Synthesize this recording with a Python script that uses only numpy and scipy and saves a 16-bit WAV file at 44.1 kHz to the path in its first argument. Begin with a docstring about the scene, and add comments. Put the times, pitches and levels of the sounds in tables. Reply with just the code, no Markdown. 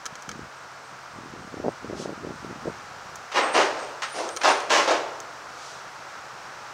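"""A motor shuts the hollow aluminium slats of a patio roof, over distant outdoor noise and a faint hum.
First a few small contacts click close by. For three seconds eddies of a light breeze buffet the
microphone, while one pivot chirps faintly with each turn of the drive. From 3.3 s to 5 s row after row
falls over: the impacts excite the modes of the slats and reverberate under the roof, amid squeaks of
dry pivots and more clicks. The ringing decays, and a soft swish passes in the outdoor noise."""
import sys
import numpy as np
from scipy import signal
from scipy.fft import rfft, irfft, next_fast_len
from scipy.io import wavfile
from scipy.ndimage import map_coordinates

SR = 44100
rng = np.random.default_rng(int(sys.argv[2]) if len(sys.argv) > 2 else 0)


def log_audio(samples):
    """Write samples as a 16-bit WAV file to the path given in sys.argv[1]."""
    # one column per channel
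    frames = np.atleast_2d(samples).T
    # limit to full scale, then quantise
    limited = np.clip(frames, -1, 1)
    pcm = np.round(limited * 32767).astype(np.int16)
    wavfile.write(sys.argv[1], SR, pcm)


N = 296793

# Levels are relative within each table; t60 is the time of a 60 dB decay.
# spectrum of the distant noise: f/Hz, level/dB
AIR_SPECTRUM = [(25, -27), (70, -21.5), (130, -17.5), (220, -20), (340, -14), (450, -8.5), (800, -3),
                (1100, -2.5), (1350, -0.5), (1900, -9.5), (3500, -18.5), (5800, -16.5), (8000, -26),
                (10500, -37), (15800, -42.5)]
# its slow drift: t/s, level/dB
AIR_LEVEL = [(0, -44), (.8, -44.5), (2, -43.5), (3.2, -42.5), (5.3, -42), (6, -42), (6.7, -42)]
# soft swishes: t/s, half length/s, level/dB
SWISHES = [(2.015, 0.045, -42), (5.67, 0.12, -46.5)]
# their spectrum: f/Hz, level/dB
SWISH_SPECTRUM = [(1000, -50), (3000, 7.5), (6000, 11), (9000, -2), (15000, -30)]
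# gusts at the microphone: t/s, length/s, level/dB
GUSTS = [(0.312, 0.12, -47), (1.163, 0.096, -43.5), (1.32, 0.17, -47), (1.54, 0.082, -40),
         (1.637, .045, -35.5), (1.845, .29, -38.5), (2.191, .13, -41), (2.411, .17, -46.5),
         (2.663, .035, -37), (2.76, 0.44, -55.5)]
# spectrum of slow eddies: f/Hz, level/dB
RUMBLE_SPECTRUM = [(20, -33), (45, -11), (90, -1.5), (200, -1), (350, -3), (600, -18), (1500, -71)]
# spectrum of fast eddies: f/Hz, level/dB
FLUTTER_SPECTRUM = [(60, -22), (200, -1), (380, -2.5), (600, -5), (900, -17), (2000, -71)]
# the hardest eddies: t/s, level/dB
HARD_EDDIES = [(.128, -36), (.283, -30.5), (0.394, -24.5), (1.339, -26), (1.543, -20), (1.65, -13.5),
               (1.663, -12.5), (1.675, -17), (1.683, -6.5), (1.69, -13), (1.847, -21.5), (1.9, -19),
               (1.934, -17), (2.001, -18.5), (2.059, -16), (2.125, -21.5), (2.249, -19), (2.308, -20),
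               (2.448, -22), (2.672, -18.5)]
# a harder eddy passes faster: level/dB, f/Hz
EDDY_PITCH = [(-38.5, 122), (-28, 264), (-18.5, 360), (-15, 480)]
# small sharp clicks: t/s, peak level/dB, extra treble/dB
CLICKS = [(0.056, -19.5, -1), (.062, -17, 1), (.155, -22.5, -2.5), (.223, -31, 6), (0.291, -22, -1.5),
          (0.315, -23.5, -4), (3.157, -28, 17), (4.29, -22.5, -3), (4.364, -20.5, 6), (4.371, -18.5, -2),
          (4.604, -23.5, -1), (5.202, -24.5, 7)]
# modes of a click: f/Hz, level/dB, t60/s
CLICK_MODES = [(480, -11, 0.077), (1310, 1, 0.051), (1640, -2.5, 0.037), (2276, -8, 0.037),
               (3160, -6, 0.028), (4130, -11.5, 0.017), (5950, -3, 0.015), (6570, -2.5, 0.017),
               (7460, -6, 0.014), (8950, -24, 0.0088)]
# rotation of the drive: t/s, period/s
DRIVE_PERIOD = [(1.4, .28), (2, .34)]
# pivot squeaks: t/s, length/s, f/Hz, level/dB
SQUEAKS = [(3.397, 0.1, 8360, -44), (3.507, .061, 8600, -38.5), (3.516, 0.089, 9500, -54),
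           (3.775, 0.097, 8390, -53), (4.028, 0.051, 8400, -49), (4.06, .19, 9190, -49),
           (4.248, 0.11, 8400, -51), (4.28, .19, 9030, -51), (4.465, 0.076, 8880, -41.5)]
# reverberation under the roof: f/Hz, t60/s
ROOF_DECAY = [(200, 1), (600, 1), (1500, 0.7), (5000, 0.57), (12000, 0.55)]
# spectrum of a struck slat: f/Hz, level/dB
SLAT_SPECTRUM = [(60, -35), (120, -30.5), (180, -29), (260, -13), (360, -5.5), (600, -1), (1050, -3),
                 (1500, -6.5), (2500, -11), (4000, -15), (6100, -15), (8600, -29), (11500, -42.5),
                 (15500, -56)]
# its crowded modes: f/Hz, t60/s
SLAT_DECAY = [(300, 0.24), (1000, .2), (3000, 0.13), (7000, 0.11), (13000, 0.1)]
# its strongest modes: f/Hz, level/dB, t60/s
SLAT_MODES = [(337, -3.5, 0.84), (520, 3.5, 0.34), (618, 4.5, 0.26), (674, -2, 0.31), (809, -7, 0.82),
              (904, 0.5, 0.51), (1076, 0, 0.58), (1820, -8, .3), (2050, -8, 0.2), (2800, 14, 0.14),
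              (2970, 7, 0.19), (3780, -9, .25)]
# volleys of slats hitting each other: t/s, level/dB, rise/s, length/s, extra bass/dB, extra treble/dB
VOLLEYS = [(3.317, -31.5, 0.0024, 0.0069, -16, -3.5), (3.343, -16, 0.025, 0.035, -4, -4.5),
           (3.399, -21.5, .003, 0.15, -2, -14), (3.539, -13.5, 0.0099, .078, -1, -3),
           (3.74, -33.5, 0.022, 0.18, 1.5, 1.5), (4.021, -24.5, 0, .012, -16.5, -2),
           (4.14, -30, 0.016, .11, 7, 6), (4.412, -29, 0, 0.0038, -8, -2),
           (4.434, -12, 0.011, 0.065, -3, -1.5), (4.697, -12.5, 0.015, 0.097, -3.5, 1),
           (4.877, -18, 0, 0.061, 2, -1)]

HUM_HZ, TOP_HZ = 133.3, 15830
GUST_RISE_DB_PER_S, GUST_FALL_DB_PER_S, LULL_DB = 450, 350, -61.5
EDDIES_PER_S, EDDY_OVER_GUST_DB, EDDY_SCATTER_DB = 40, 12, 3.5
FIRST_CHIRP_S, CHIRP_S, CHIRP_HZ = 0.55, 0.062, 8200
SWELL_DB_PER_S, SAG_DB_PER_S, RELEASE_DB_PER_LENGTH = 478, 58, 19


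def amp(db):
    """Amplitude ratio of a level."""
    return 10 ** (np.asarray(db) / 20)


def unit_rms(x):
    """Normalisation to rms 1."""
    return x / np.sqrt(np.mean(x ** 2) + 1e-20)


def along(points, hz):
    """Interpolation of (f/Hz, value) points on a logarithmic frequency axis."""
    f, values = np.transpose(points)
    return np.interp(np.log(hz + 1), np.log(f), values)


def wobble(rate):
    """Smooth random modulation, with rate knots a second."""
    knots = rng.standard_normal(int(N * rate / SR) + 4)
    return map_coordinates(knots, [np.arange(N) * rate / SR])


def add(track, s, x):
    """Superposition: x joins the track at s seconds."""
    i = max(round(s * SR), 0)
    track[i:i + len(x)] += x[:N - i]


def coloured(x, spectrum):
    """Minimum-phase filtering: folding the cepstrum makes the (f/Hz, gain/dB) response causal."""
    size = 2 * next_fast_len(len(x) // 2 + 4096)
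    gain = amp(along(spectrum, np.fft.rfftfreq(size, 1 / SR)))
    cepstrum = irfft(np.log(gain + 1e-6))
    cepstrum[1:size // 2] *= 2
    cepstrum[size // 2 + 1:] = 0
    return irfft(rfft(x, size) * np.exp(rfft(cepstrum)))[:len(x)]


def noise(spectrum):
    """Filtered Gaussian noise of rms 1."""
    return unit_rms(coloured(rng.standard_normal(N), spectrum))


def dense_ring(t60s):
    """Modal overlap: crowded modes merge into noise, each band decaying at its own rate; energy 1."""
    hz, t, bands = signal.stft(rng.standard_normal(SR), SR, nperseg=256)
    decay = amp(-60 * t / along(t60s, hz)[:, None])
    tail = signal.istft(bands * decay, SR, nperseg=256)[1][:SR]
    return tail / np.linalg.norm(tail)


def ring(modes, size, scatter_db):
    """Free vibration: damped sines, struck at new strengths each time; energy 1."""
    t = np.arange(size) / SR
    x = np.zeros(size)
    for hz, db, t60 in modes:
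        envelope = amp(db + scatter_db * rng.normal() - 60 * t / t60)
        x += envelope * np.sin(2 * np.pi * (hz * t + rng.random()))
    return x / np.linalg.norm(x)


def outdoors():
    """Ambient noise: a far, drifting wash, a low wavering hum and two soft swishes superpose."""
    t = np.arange(N) / SR
    wash_db = np.interp(t, *np.transpose(AIR_LEVEL)) + 1.5 + 0.23 * wobble(7)
    wash = amp(wash_db) * noise(AIR_SPECTRUM)
    hum_db = -61 + 1.6 * wobble(8)
    hum = amp(hum_db) * np.sin(2 * np.pi * np.cumsum(HUM_HZ + 4 * wobble(13)) / SR)
    swell = sum(amp(db) * np.exp(-((t - s) / width) ** 2) for s, width, db in SWISHES)
    return wash + hum + swell * noise(SWISH_SPECTRUM)


def gust_level():
    """Envelope of the wind in dB: each gust rises out of the lull, holds and falls back."""
    t = np.arange(N) / SR
    level = np.full(N, LULL_DB)
    for s, length, db in GUSTS:
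        before_db = GUST_RISE_DB_PER_S * np.maximum(s - t, 0)
        after_db = GUST_FALL_DB_PER_S * np.maximum(t - s - length, 0)
        level = np.maximum(level, db - before_db - after_db)
    return level


def lesser_eddies(gust_db, count=400):
    """Irregular shedding: eddies are as strong as the gust that carries them. Rows: t/s, level/dB."""
    late, force = rng.random(count), rng.standard_normal(count)
    times = (np.arange(count) + late) / EDDIES_PER_S
    levels = np.interp(times, np.arange(N) / SR, gust_db) + EDDY_OVER_GUST_DB + EDDY_SCATTER_DB * force
    return [(s, db) for s, db in zip(times, levels) if s < N / SR and gust_db[int(s * SR)] > LULL_DB]


def breeze():
    """Turbulent pressure at the microphone port: a lumpy rumble, and one-cycle pushes from eddies."""
    pushes, t = np.zeros(N), np.arange(-SR // 50, SR // 50) / SR
    gust_db = gust_level()
    rumble = unit_rms(noise(RUMBLE_SPECTRUM) * amp(4.2 * wobble(40)))
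    rumble *= amp(-47 + 0.73 * (gust_db + 42.5))
    # a faster flow sheds faster eddies, so strong gusts are brighter
    flutter = unit_rms(noise(FLUTTER_SPECTRUM) * amp(8 * wobble(110)))
    flutter *= amp(-49.5 + 1.9 * (gust_db + 44))
    for s, db in HARD_EDDIES + lesser_eddies(gust_db):
        phase = np.pi * np.interp(db, *np.transpose(EDDY_PITCH)) * t
        skew = rng.uniform(-1, 1)
        pulse = (2 * phase ** 2 - 1 + skew * phase / 2) * np.exp(-phase ** 2)
        add(pushes, s + t[0], amp(db - 3) * pulse)
    return pushes + rumble + flutter


def clicks():
    """Impulsive excitation: a small hard contact gives a snap and a heavily damped ring."""
    out, t = np.zeros(N), np.arange(SR // 10) / SR
    for s, db, treble_db in CLICKS:
        snap = rng.standard_normal(len(t)) * np.exp(-t / 0.0056)
        click = ring(CLICK_MODES, len(t), scatter_db=0.5) + amp(-3) * snap / np.linalg.norm(snap)
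        click = coloured(click, [(2500, -treble_db), (6000, 7), (8000, 0), (14000, treble_db / 2 - 17.5)])
        add(out, s, amp(db) * click / np.abs(click).max())
    return out


def chirps(count=8, relative_db=-64):
    """Periodic friction: one squeak per turn of the drive, which slows under load. Rows as in SQUEAKS."""
    s, rows = FIRST_CHIRP_S, []
    for _ in range(count):
        rows.append((s, CHIRP_S, CHIRP_HZ, relative_db))
        s += np.interp(s, *np.transpose(DRIVE_PERIOD))
    return rows


def pivots():
    """Friction: dry bearings sing in short, unsteady tones, smeared by the roof's reverberation."""
    direct = np.zeros(N)
    for s, length, hz, db in SQUEAKS + chirps():
        size = int(length * SR)
        pitch = hz * (1 + 0.0031 * wobble(48) + 0.011 * wobble(940))[:size]
        swell = signal.windows.tukey(size, 0.7) * amp(3 * wobble(79)[:size])
        squeak = swell * np.sin(2 * np.pi * np.cumsum(pitch) / SR)
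        add(direct, s, amp(db - 4.5) * unit_rms(squeak))
    return direct + amp(-1.5) * signal.fftconvolve(direct, dense_ring(ROOF_DECAY))[:N]


def slat_blow():
    """Impulse response of a slat: the contact cracks, the modes ring and reverberation builds up."""
    t = np.arange(SR) / SR
    crack = rng.standard_normal(SR) * np.exp(-t / 0.00088)
    clang = amp(-17) * ring(SLAT_MODES, SR, scatter_db=1.5)
    direct = amp(-8.5) * crack / np.linalg.norm(crack) + dense_ring(SLAT_DECAY) + clang
    build_up = 1 - np.exp(-t / 0.018)
    return direct + amp(-3) * dense_ring(ROOF_DECAY) * build_up


def contacts(rise, length, per_second=230, scatter_db=1.8, count=80):
    """Impulse train of slats landing unevenly: the force swells, sags and dies away in stragglers."""
    late, force = rng.random(count), rng.standard_normal(count)
    s = (np.arange(count) + late - late[0]) / per_second
    swell_db = -SWELL_DB_PER_S * np.maximum(rise - s, 0)
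    fall_db = SAG_DB_PER_S * s + RELEASE_DB_PER_LENGTH * np.maximum(s / length - 1, 0)
    return np.bincount((s * SR).astype(int), amp(swell_db - fall_db + scatter_db * force))


def volley(rise, length, bass_db, treble_db, slats=3):
    """Convolution: the contacts are shared among a few slats, each with its own impulse response."""
    hits = contacts(rise, length)
    struck = rng.integers(slats, size=SR)[:len(hits)]
    clatter = sum(signal.fftconvolve(hits * (struck == k), slat_blow())[:SR] for k in range(slats))
    clatter = unit_rms(coloured(clatter, SLAT_SPECTRUM))
    # flat blows wake the low modes, edge blows the high ones
    return coloured(clatter, [(600, bass_db), (1400, 0), (2500, 0), (6000, treble_db)])


def closing_slats():
    """Impact sound: the rows of slats fall shut in turn, in clattering volleys."""
    out = np.zeros(N)
    for s, db, rise, length, bass_db, treble_db in VOLLEYS:
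        add(out, s, amp(db - 13) * volley(rise, length, bass_db, treble_db))
    return out


def scene():
    """Superposition: the pressures of all sources add in one channel."""
    return (closing_slats() + pivots() + clicks() + breeze() + outdoors())[None]


def record(dry):
    """Band limiting: an ideal low-pass filter passes nothing above TOP_HZ."""
    size = next_fast_len(N + SR // 2)
    passband = np.fft.rfftfreq(size, 1 / SR) < TOP_HZ
    return irfft(rfft(dry, size) * passband, size)[:, :N]


dry = scene()
out = record(dry)
log_audio(out)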